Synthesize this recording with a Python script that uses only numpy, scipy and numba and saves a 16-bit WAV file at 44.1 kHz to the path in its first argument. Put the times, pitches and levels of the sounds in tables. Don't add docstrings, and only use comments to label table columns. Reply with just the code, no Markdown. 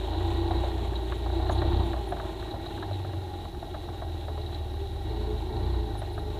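import sys
import numpy as np
from scipy import signal
from scipy.fft import rfft, irfft
from scipy.io import wavfile
from scipy.ndimage import uniform_filter1d
from numba import njit

SR = 44100
rng = np.random.default_rng(int(sys.argv[2]) if len(sys.argv) > 2 else 0)


def unload_wav(signal):
    wavfile.write(
        sys.argv[1],
        SR,
        np.round(np.clip(np.atleast_2d(signal).T, -1, 1) * 32767).astype(np.int16),
    )


N = 281799
TIME = np.arange(N) / SR

# centre in Hz, half-width in Hz, relative level in dB.
SHELL_MODES = [(2784, 47, -12), (2880, 39, -5.5), (3040, 240, -7), (3395, 96, -3.5), (3580, 180, -2.5),
               (3827, 170, 5.5), (3993, 82, -1.5), (4290, 140, -7.5)]
# frequency in Hz, relative level in dB.
HOLLOW_TONE = [(200, -37), (500, -6), (600, 5.5), (850, -0.5), (1100, -1.5), (2000, -53)]
# frequency in Hz, relative level in dB.
CRACK_TONE = [(700, -19.5), (1150, 5), (1750, -1), (2250, -17), (4000, -18), (4800, -39)]


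def undb(db):
    return 10 ** (np.asarray(db) / 20)


def unit(x):
    return x / np.sqrt(np.mean(x ** 2))


def curves(table):
    s, *columns = np.transpose(table)
    return [np.interp(TIME, s, c) for c in columns]


def add(out, s, sound):
    start = int(s * SR)
    out[start:start + len(sound)] += sound[:N - start]


def walk(rate):
    k = int(SR / rate)
    steps = np.repeat(rng.standard_normal(N // k + 1), k)
    return unit(uniform_filter1d(uniform_filter1d(steps, k), k)[:N])


def colour(x, points, size=4096):
    hz, db = np.transpose(points)
    bins = np.maximum(np.fft.rfftfreq(size, 1 / SR), 1)
    outline_db = np.interp(np.log(bins), np.log(hz), db)
    cepstrum = irfft(np.log(undb(outline_db)))
    cepstrum[1:size // 2] *= 2
    cepstrum[size // 2 + 1:] = 0
    impulse = irfft(np.exp(rfft(cepstrum)))
    return signal.fftconvolve(x, impulse)[:len(x)]


def band(x, hz, width):
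    return signal.lfilter(*signal.iirpeak(hz, hz / width, SR), x)


def ring(x, modes):
    total = 0
    for hz, half_width, db in modes:
        once = band(x, hz, 2 * half_width)
        total = total + undb(db) * band(once, hz, 2 * half_width)
    return unit(total)


def grains(rate, spread_db):
    size = undb(spread_db * np.minimum(rng.exponential(size=N), 4))
    struck = rng.random(N) < rate / SR
    return unit(struck * size * rng.standard_normal(N))


def held(start, end, attack_s, release_s):
    attack = np.clip((TIME - start) / attack_s, 0, 1)
    return attack * np.clip(1 - (TIME - end) / release_s, 0, 1)


def ride():
    # time in seconds, firing rate in Hz.
    revs = [(0.0, 26.7), (0.2, 29.6), (0.6, 30.3), (0.85, 29.2), (1.28, 29.1), (1.55, 32.0), (1.64, 31.3),
            (1.74, 34.2), (1.84, 30.6), (1.97, 30.0), (2.1, 27.1), (2.45, 26.6), (3.0, 23.6), (3.35, 22.1),
            (3.6, 22.3), (4.32, 19.6), (4.92, 18.4), (5.11, 27.4), (5.25, 28.9), (5.47, 26.2), (5.71, 31.2),
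            (5.99, 24.9), (6.39, 25.0)]
    # opens in seconds, closes in seconds, opening from 0 to 1.
    pulls = [(0.035, 0.617, 0.73), (1.304, 1.76, 0.9), (5.025, 5.294, 0.47), (5.45, 5.73, 0.63)]
    # time in seconds, share of top speed.
    speeds = [(0, 1.0), (2.2, 0.81), (3.4, 0.3), (4.7, 0.21), (6.39, 0.26)]
    open_s, close_s = 0.08, 0.22
    throttle = sum(opening * held(start, end, open_s, close_s) for start, end, opening in pulls)
    return curves(revs)[0], throttle, curves(speeds)[0]


def loudness(state, db, octave_db=0, throttle_db=0, speed_db=0):
    hz, throttle, speed = state
    cruise_hz = 26
    revs_db = octave_db * np.log2(hz / cruise_hz)
    return undb(db + revs_db + throttle_db * throttle + speed_db * (speed - 1))


def lull():
    # middle in seconds, half length in seconds, change in dB.
    dips = [(2.067, 0.068, -2.5), (3.55, 0.077, -4), (6.39, 0.064, 0.5)]
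    return undb(sum(db * np.exp(-((TIME - s) / half_s) ** 2) for s, half_s, db in dips))


def through_case(x, edge_hz=4520):
    return signal.sosfilt(signal.butter(18, edge_hz, fs=SR, output="sos"), x)


@njit
def repeat(x, period, keep):
    y = x.copy()
    for i in range(len(x)):
        place = i - period[i]
        if place >= 0:
            k = int(place)
            y[i] += keep * (y[k] + (place - k) * (y[k + 1] - y[k]))
    return y


def clatter(hz, turns, keep, throb, spread_db):
    strikes = repeat(grains(3000, spread_db), SR / hz, keep)
    return strikes * (1 + throb * np.cos(2 * np.pi * turns))


def buzz(turns, sway_db=3):
    phases = rng.random(40)
    total = 0
    for k in range(6, 40):
        total = total + undb(sway_db * walk(3.996)) * np.cos(2 * np.pi * (k * turns + phases[k]))
    return unit(total)


def exhaust(turns, state):
    # time in seconds, level in dB.
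    throb_levels = [(0, -34), (0.2, -32), (0.6, -29), (0.95, -32), (1.28, -30.5), (1.62, -28),
                    (1.75, -24.5), (2.15, -38), (2.6, -42), (3.15, -53), (3.4, -45.5), (4.88, -42.5),
                    (5.2, -31), (5.48, -34.5), (5.76, -27.5), (6.0, -37.5), (6.39, -37)]
    # time in seconds, level in dB.
    bark_levels = [(0, -43), (0.17, -30), (0.6, -35), (1.05, -42), (1.4, -34), (1.75, -29.5), (2.1, -48),
                   (3.5, -50), (4.0, -43.5), (4.8, -43), (5.2, -36.5), (5.45, -39), (5.75, -33.5),
                   (5.98, -43), (6.39, -37)]
    # time in seconds, level in dB.
    boom_levels = [(0, -49), (2.76, -47), (2.92, -34.5), (3.15, -34.5), (3.52, -48), (3.75, -40),
                   (4.45, -35.5), (5.03, -35.5), (5.2, -43), (5.82, -46), (6.0, -37), (6.39, -39.5)]
    throb, bark, boom = (undb(curves(table)[0]) for table in (throb_levels, bark_levels, boom_levels))
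    first = throb * loudness(state, db=-22, octave_db=7, throttle_db=12.0)
    fifth = boom * loudness(state, db=-17.0, octave_db=-18.5)
    sixth = boom * loudness(state, db=-20.0, octave_db=-21.0)
    gains = [first, throb, bark, -boom, -fifth, -sixth]
    smear_turns, waver_db = .025, 1.0
    out = np.zeros(N)
    for k, gain in enumerate(gains, 1):
        wave = np.cos(2 * np.pi * (k * turns - smear_turns * k * k))
        out -= np.sqrt(2) * gain * undb(waver_db * walk(20)) * wave
    return out


def valves(turns, state, hz=4350, half_width_hz=450):
    sharpness = 5
    tick = np.exp(sharpness * np.cos(2 * np.pi * turns)) * rng.standard_normal(N)
    return ring(tick, [(hz, half_width_hz, 0)]) * loudness(state, db=-68.5, octave_db=22, throttle_db=3)


def rack(shaking, state, hz=806, half_width_hz=42, noise_db=14.5):
    driven = shaking + rng.standard_normal(N) * undb(noise_db)
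    return ring(driven, [(hz, half_width_hz, 0)]) * loudness(state, db=-44.5, speed_db=4)


def growl(turns, state, gulp=0.18):
    hz, half_width_hz, rough_db, jitter_turns = 812, 105, 2.5, .005
    snarl = ring(buzz(turns + jitter_turns * walk(40)), [(hz, half_width_hz, 0)])
    snarl = snarl * undb(rough_db * walk(60)) * (1 + gulp * np.cos(2 * np.pi * turns))
    throttle = state[1]
    return unit(snarl) * throttle * loudness(state, db=-43.0, octave_db=15, speed_db=5.5)


def engine(state, drone_buzz_db=-1, case_buzz_db=-11):
    # centre in Hz, half-width in Hz, relative level in dB.
    panel_modes = [(236, 13, -16), (338.7, 34.5, 2), (325, 32, -31), (363, 31, -1), (432.4, 12, -10)]
    # centre in Hz, half-width in Hz, relative level in dB.
    case_modes = [(605.7, 19, -3.5), (656, 51.5, 1), (746, 28.4, -2), (882, 100, -3.5), (1021, 33, -11),
                  (1137, 20, -9), (1387, 41, -6.5), (1467, 30, -7), (1596, 45, -9), (1828, 28, -7),
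                  (1903, 23.6, -4.5), (2162, 23, -11), (2294, 28, -12.5)]
    hz = state[0]
    turns = np.cumsum(hz) / SR
    shaking = buzz(turns)
    ease = lull()
    panel_clatter = ring(clatter(hz, turns, keep=0.17, throb=0.27, spread_db=0.0), panel_modes)
    drone = unit(panel_clatter + undb(drone_buzz_db) * ring(shaking, panel_modes))
    case_clatter = clatter(hz, turns, keep=0.44, throb=0.066, spread_db=3.0)
    cases = ring(case_clatter + undb(case_buzz_db) * shaking, case_modes) * ease
    rasp = ring(clatter(hz, turns, keep=0.51, throb=0.15, spread_db=0), SHELL_MODES) * ease
    return (exhaust(turns, state) + growl(turns, state) + valves(turns, state) + rack(shaking, state) * ease
            + drone * loudness(state, db=-40, octave_db=4.5, throttle_db=4.0, speed_db=6)
            + cases * loudness(state, db=-47, octave_db=5, throttle_db=2.5, speed_db=3.0)
            + rasp * loudness(state, db=-53.0, octave_db=-1.0, throttle_db=6.0, speed_db=2.0))


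def whines(state, centre_hz=355, width_hz=47, wobble_hz=3.43, flutter_db=3.0):
    # multiple of the firing rate, level in dB at shut throttle and top speed, change at full throttle in dB.
    gear_tones = [(14, -36.5, -14), (16, -39.5, -14)]
    out = np.zeros(N)
    for multiple, db, throttle_db in gear_tones:
        hz = multiple * state[0] + wobble_hz * walk(20)
        resonance = 1 / (1 + ((hz - centre_hz) / width_hz) ** 4)
        gain = loudness(state, db=db, throttle_db=throttle_db, speed_db=14.5) * undb(flutter_db * walk(40))
        out += resonance * gain * np.sin(2 * np.pi * np.cumsum(hz) / SR)
    return out


def panel_hum(state, hz=335, pull_hz=3.5, wobble_hz=3, flutter_db=3.0):
    level_db, closed = -34.5, .22
    pitch = hz + pull_hz * (state[0] - 29.5) + wobble_hz * walk(30)
    gain = (closed + state[1]) * undb(level_db + flutter_db * walk(40))
    gain = gain * loudness(state, db=-1, octave_db=7, speed_db=7)
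    return gain * np.sin(2 * np.pi * np.cumsum(pitch) / SR)


def rattles():
    rate, decay_s, level_db, crack_db = 45, 0.0071, -2, -10
    strikes = (rng.random(N) < rate / SR) * rng.random(N)
    envelope = signal.lfilter([1], [1, -np.exp(-1 / (decay_s * SR))], strikes)
    chatter = envelope * rng.standard_normal(N)
    taps = colour(chatter, HOLLOW_TONE) + undb(crack_db) * colour(chatter, CRACK_TONE)
    return unit(taps) * undb(level_db)


def track(state):
    # middle in seconds, half length in seconds, splash level in dB, change in rumble in dB.
    wet_hollows = [(0.1, 0.28, -53.5, -4.5), (1.718, 0.17, -50, 3.5)]
    # frequency in Hz, relative level in dB.
    mud_tone = [(450, -15), (620, 5), (1000, 3.5), (1500, -14.5), (2100, -6.5), (2900, -2), (3900, 2.5),
                (4350, -7.5), (4650, -27), (7200, -15), (9000, -21.5), (15000, -28)]
    # frequency in Hz, relative level in dB.
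    rumble_tone = [(10, -9), (25, -7), (45, -8.5), (72, 5), (105, 1.5), (150, -7), (250, -9), (450, -12),
                   (700, -54.5)]
    splash, jolt_db = 0, 0
    for s, half_s, splash_db, rumble_db in wet_hollows:
        depth = np.exp(-((TIME - s) / half_s) ** 2)
        splash = splash + undb(splash_db) * depth
        jolt_db = jolt_db + rumble_db * depth
    thrown = loudness(state, db=-49.5, throttle_db=0.4, speed_db=8.5) * lull()
    rolling = loudness(state, db=-38.5, throttle_db=3, speed_db=5.0) * undb(jolt_db)
    rumble = unit(colour(grains(900, 1.6), rumble_tone)) * rolling * undb(1.86 * walk(9.4))
    spray = unit(colour(grains(4000, 0.89), mud_tone)) * thrown * undb(1.8 * walk(21.77))
    wash = band(colour(grains(2500, 3.5), mud_tone), 3700, 2500)
    slosh = unit(through_case(wash)) * splash
    return rumble + spray + slosh + rattles() * thrown


def hiss(level_db=-62.5):
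    # frequency in Hz, relative level in dB.
    hiss_tone = [(2800, -8.5), (5200, 0.5), (7000, -5), (9000, -6), (10300, -1.5), (14500, -7),
                 (15600, -4.5)]
    return unit(colour(rng.standard_normal(N), hiss_tone)) * undb(level_db)


def knocks(tail_s=0.075, tail_db=-22, width_hz=150, ring_db=11, hollow_db=-14.5, crack_db=-14.0, lead_s=0.00453):
    # time in seconds, hollow level in dB and crack level in dB (both before trim), ring pitch in Hz.
    rut_hits = [(0.206, -32.5, -43, 820), (0.510, -24, -38, 780), (0.636, -26, -42, 593),
                (1.123, -35, -32.5, 625), (1.261, -29, -42.5, 770), (1.3, -33, -44, 730),
                (1.497, -21.5, -31.5, 850), (1.619, -24.5, -33, 603), (1.723, -32, -39.5, 780),
                (1.801, -27.5, -53, 795), (1.934, -27.5, -36, 637), (1.963, -32, -50, 610),
                (2.123, -22, -36, 714), (2.169, -39, -41, 620), (2.2, -33.5, -35.5, 630),
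                (2.426, -43, -42, 804), (2.541, -32, -47, 570), (2.662, -35, -46, 796),
                (2.777, -46, -41, 818), (2.827, -31.5, -34.5, 760), (2.911, -31.5, -47, 616),
                (3.048, -36, -42.5, 620), (3.133, -38, -44, 607), (3.453, -38, -46, 825),
                (3.546, -38, -49, 807), (3.628, -30, -47, 700), (3.744, -31, -39.5, 780),
                (3.887, -33.5, -46, 810), (4.019, -29.5, -42.5, 680), (4.283, -31, -43, 745),
                (4.376, -33.5, -46, 638), (4.526, -39.5, -48, 770), (5.951, -36, -49, 794),
                (6.019, -30.5, -42, 736), (6.179, -32, -38, 726)]
    out, t = np.zeros(N), TIME[:SR // 10]
    rise_s, decay_s, slap, crack_s = .004, .005, .35, .02
    fall = np.exp(-t / decay_s) + undb(tail_db) * np.exp(-t / tail_s)
    contact = (1 - np.exp(-(t / rise_s) ** 2)) * fall
    for s, low_db, high_db, hz in rut_hits:
        chatter = contact * rng.standard_normal(len(t))
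        chatter[int(rise_s * SR)] += slap * np.linalg.norm(chatter)
        hollow = colour(chatter, HOLLOW_TONE)
        hollow = unit(hollow + undb(ring_db) * band(hollow, hz, width_hz))
        crack = unit(colour(chatter * np.exp(-(t / crack_s) ** 2), CRACK_TONE))
        knock = undb(low_db + hollow_db) * hollow + undb(high_db + crack_db) * crack
        add(out, s - lead_s, knock)
    return out


def flecks(decay_s=0.0075, gain_db=-6, spit_db=-27, spit_hz=5200, spit_width_hz=3000, ring_hz=3950, ring_width_hz=350):
    # start in seconds, level in dB before trim.
    clots = [(0.5567, -34), (0.642, -32), (0.955, -27), (1.5764, -27.5), (2.5083, -29), (2.659, -30.5),
             (2.825, -33), (2.93, -32), (4.4132, -34), (4.461, -30), (4.544, -28.5), (6.192, -39)]
    out, t = np.zeros(N), TIME[:SR // 20]
    for s, db in clots:
        splat = np.exp(-t / decay_s) * rng.standard_normal(len(t))
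        shell = ring(splat, SHELL_MODES)
        tick = through_case(shell + 2 * band(shell, ring_hz, ring_width_hz))
        tick = undb(db + gain_db) * tick / np.abs(tick).max()
        spit = undb(db + spit_db) * band(splat, spit_hz, spit_width_hz)
        add(out, s, tick + spit)
    return out


def chirps(width_hz=400, scratch_width_hz=3000):
    # start in seconds, length in seconds, pitch in Hz, level in dB before the swell and fade.
    squeaks = [(1.015, .04, 10200, -66), (1.16, .04, 10000, -65), (1.5, .045, 6700, -54),
               (1.495, .07, 10000, -57), (1.845, .045, 10000, -64), (2.06, .07, 10000, -59),
               (2.095, .03, 10700, -62), (5.965, .05, 9900, -54), (6.115, .04, 10200, -61),
               (6.18, .025, 10900, -63)]
    out = np.zeros(N)
    for s, length, hz, db in squeaks:
        rub = rng.standard_normal(int(length * SR))
        squeak = unit(band(band(rub, hz, scratch_width_hz), hz, width_hz))
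        add(out, s, undb(db) * np.hanning(len(rub)) * squeak)
    return out


def steady_whine(attack_s=0.021, release_s=0.068, wobble_hz=1.58, flutter_db=3.3):
    # start in seconds, stop in seconds, pitch in Hz, level in dB before flutter.
    spells = [(4.26, 4.427, 423, -46.5), (4.768, 4.984, 395, -43.5), (5.096, 5.346, 424, -39.5),
              (5.153, 5.85, 222.5, -50), (5.5, 5.87, 427.7, -41.5), (6.13, 6.39, 424, -43.5)]
    wobble, flutter = wobble_hz * walk(20), undb(flutter_db * walk(29))
    out = np.zeros(N)
    for start, end, hz, db in spells:
        tone = np.sin(2 * np.pi * np.cumsum(hz + wobble) / SR)
        out += undb(db) * held(start, end, attack_s, release_s) * tone
    return flutter * out


def scene():
    state = ride()
    enclosed = through_case(engine(state) + knocks())
    tones = whines(state) + panel_hum(state) + steady_whine()
    return (enclosed + flecks() + tones + track(state) + chirps() + hiss())[None]


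def record(dry, top_hz=15400):
    return signal.sosfilt(signal.ellip(10, .2, 80, top_hz, fs=SR, output="sos"), dry)


dry = scene()
out = record(dry)
unload_wav(out)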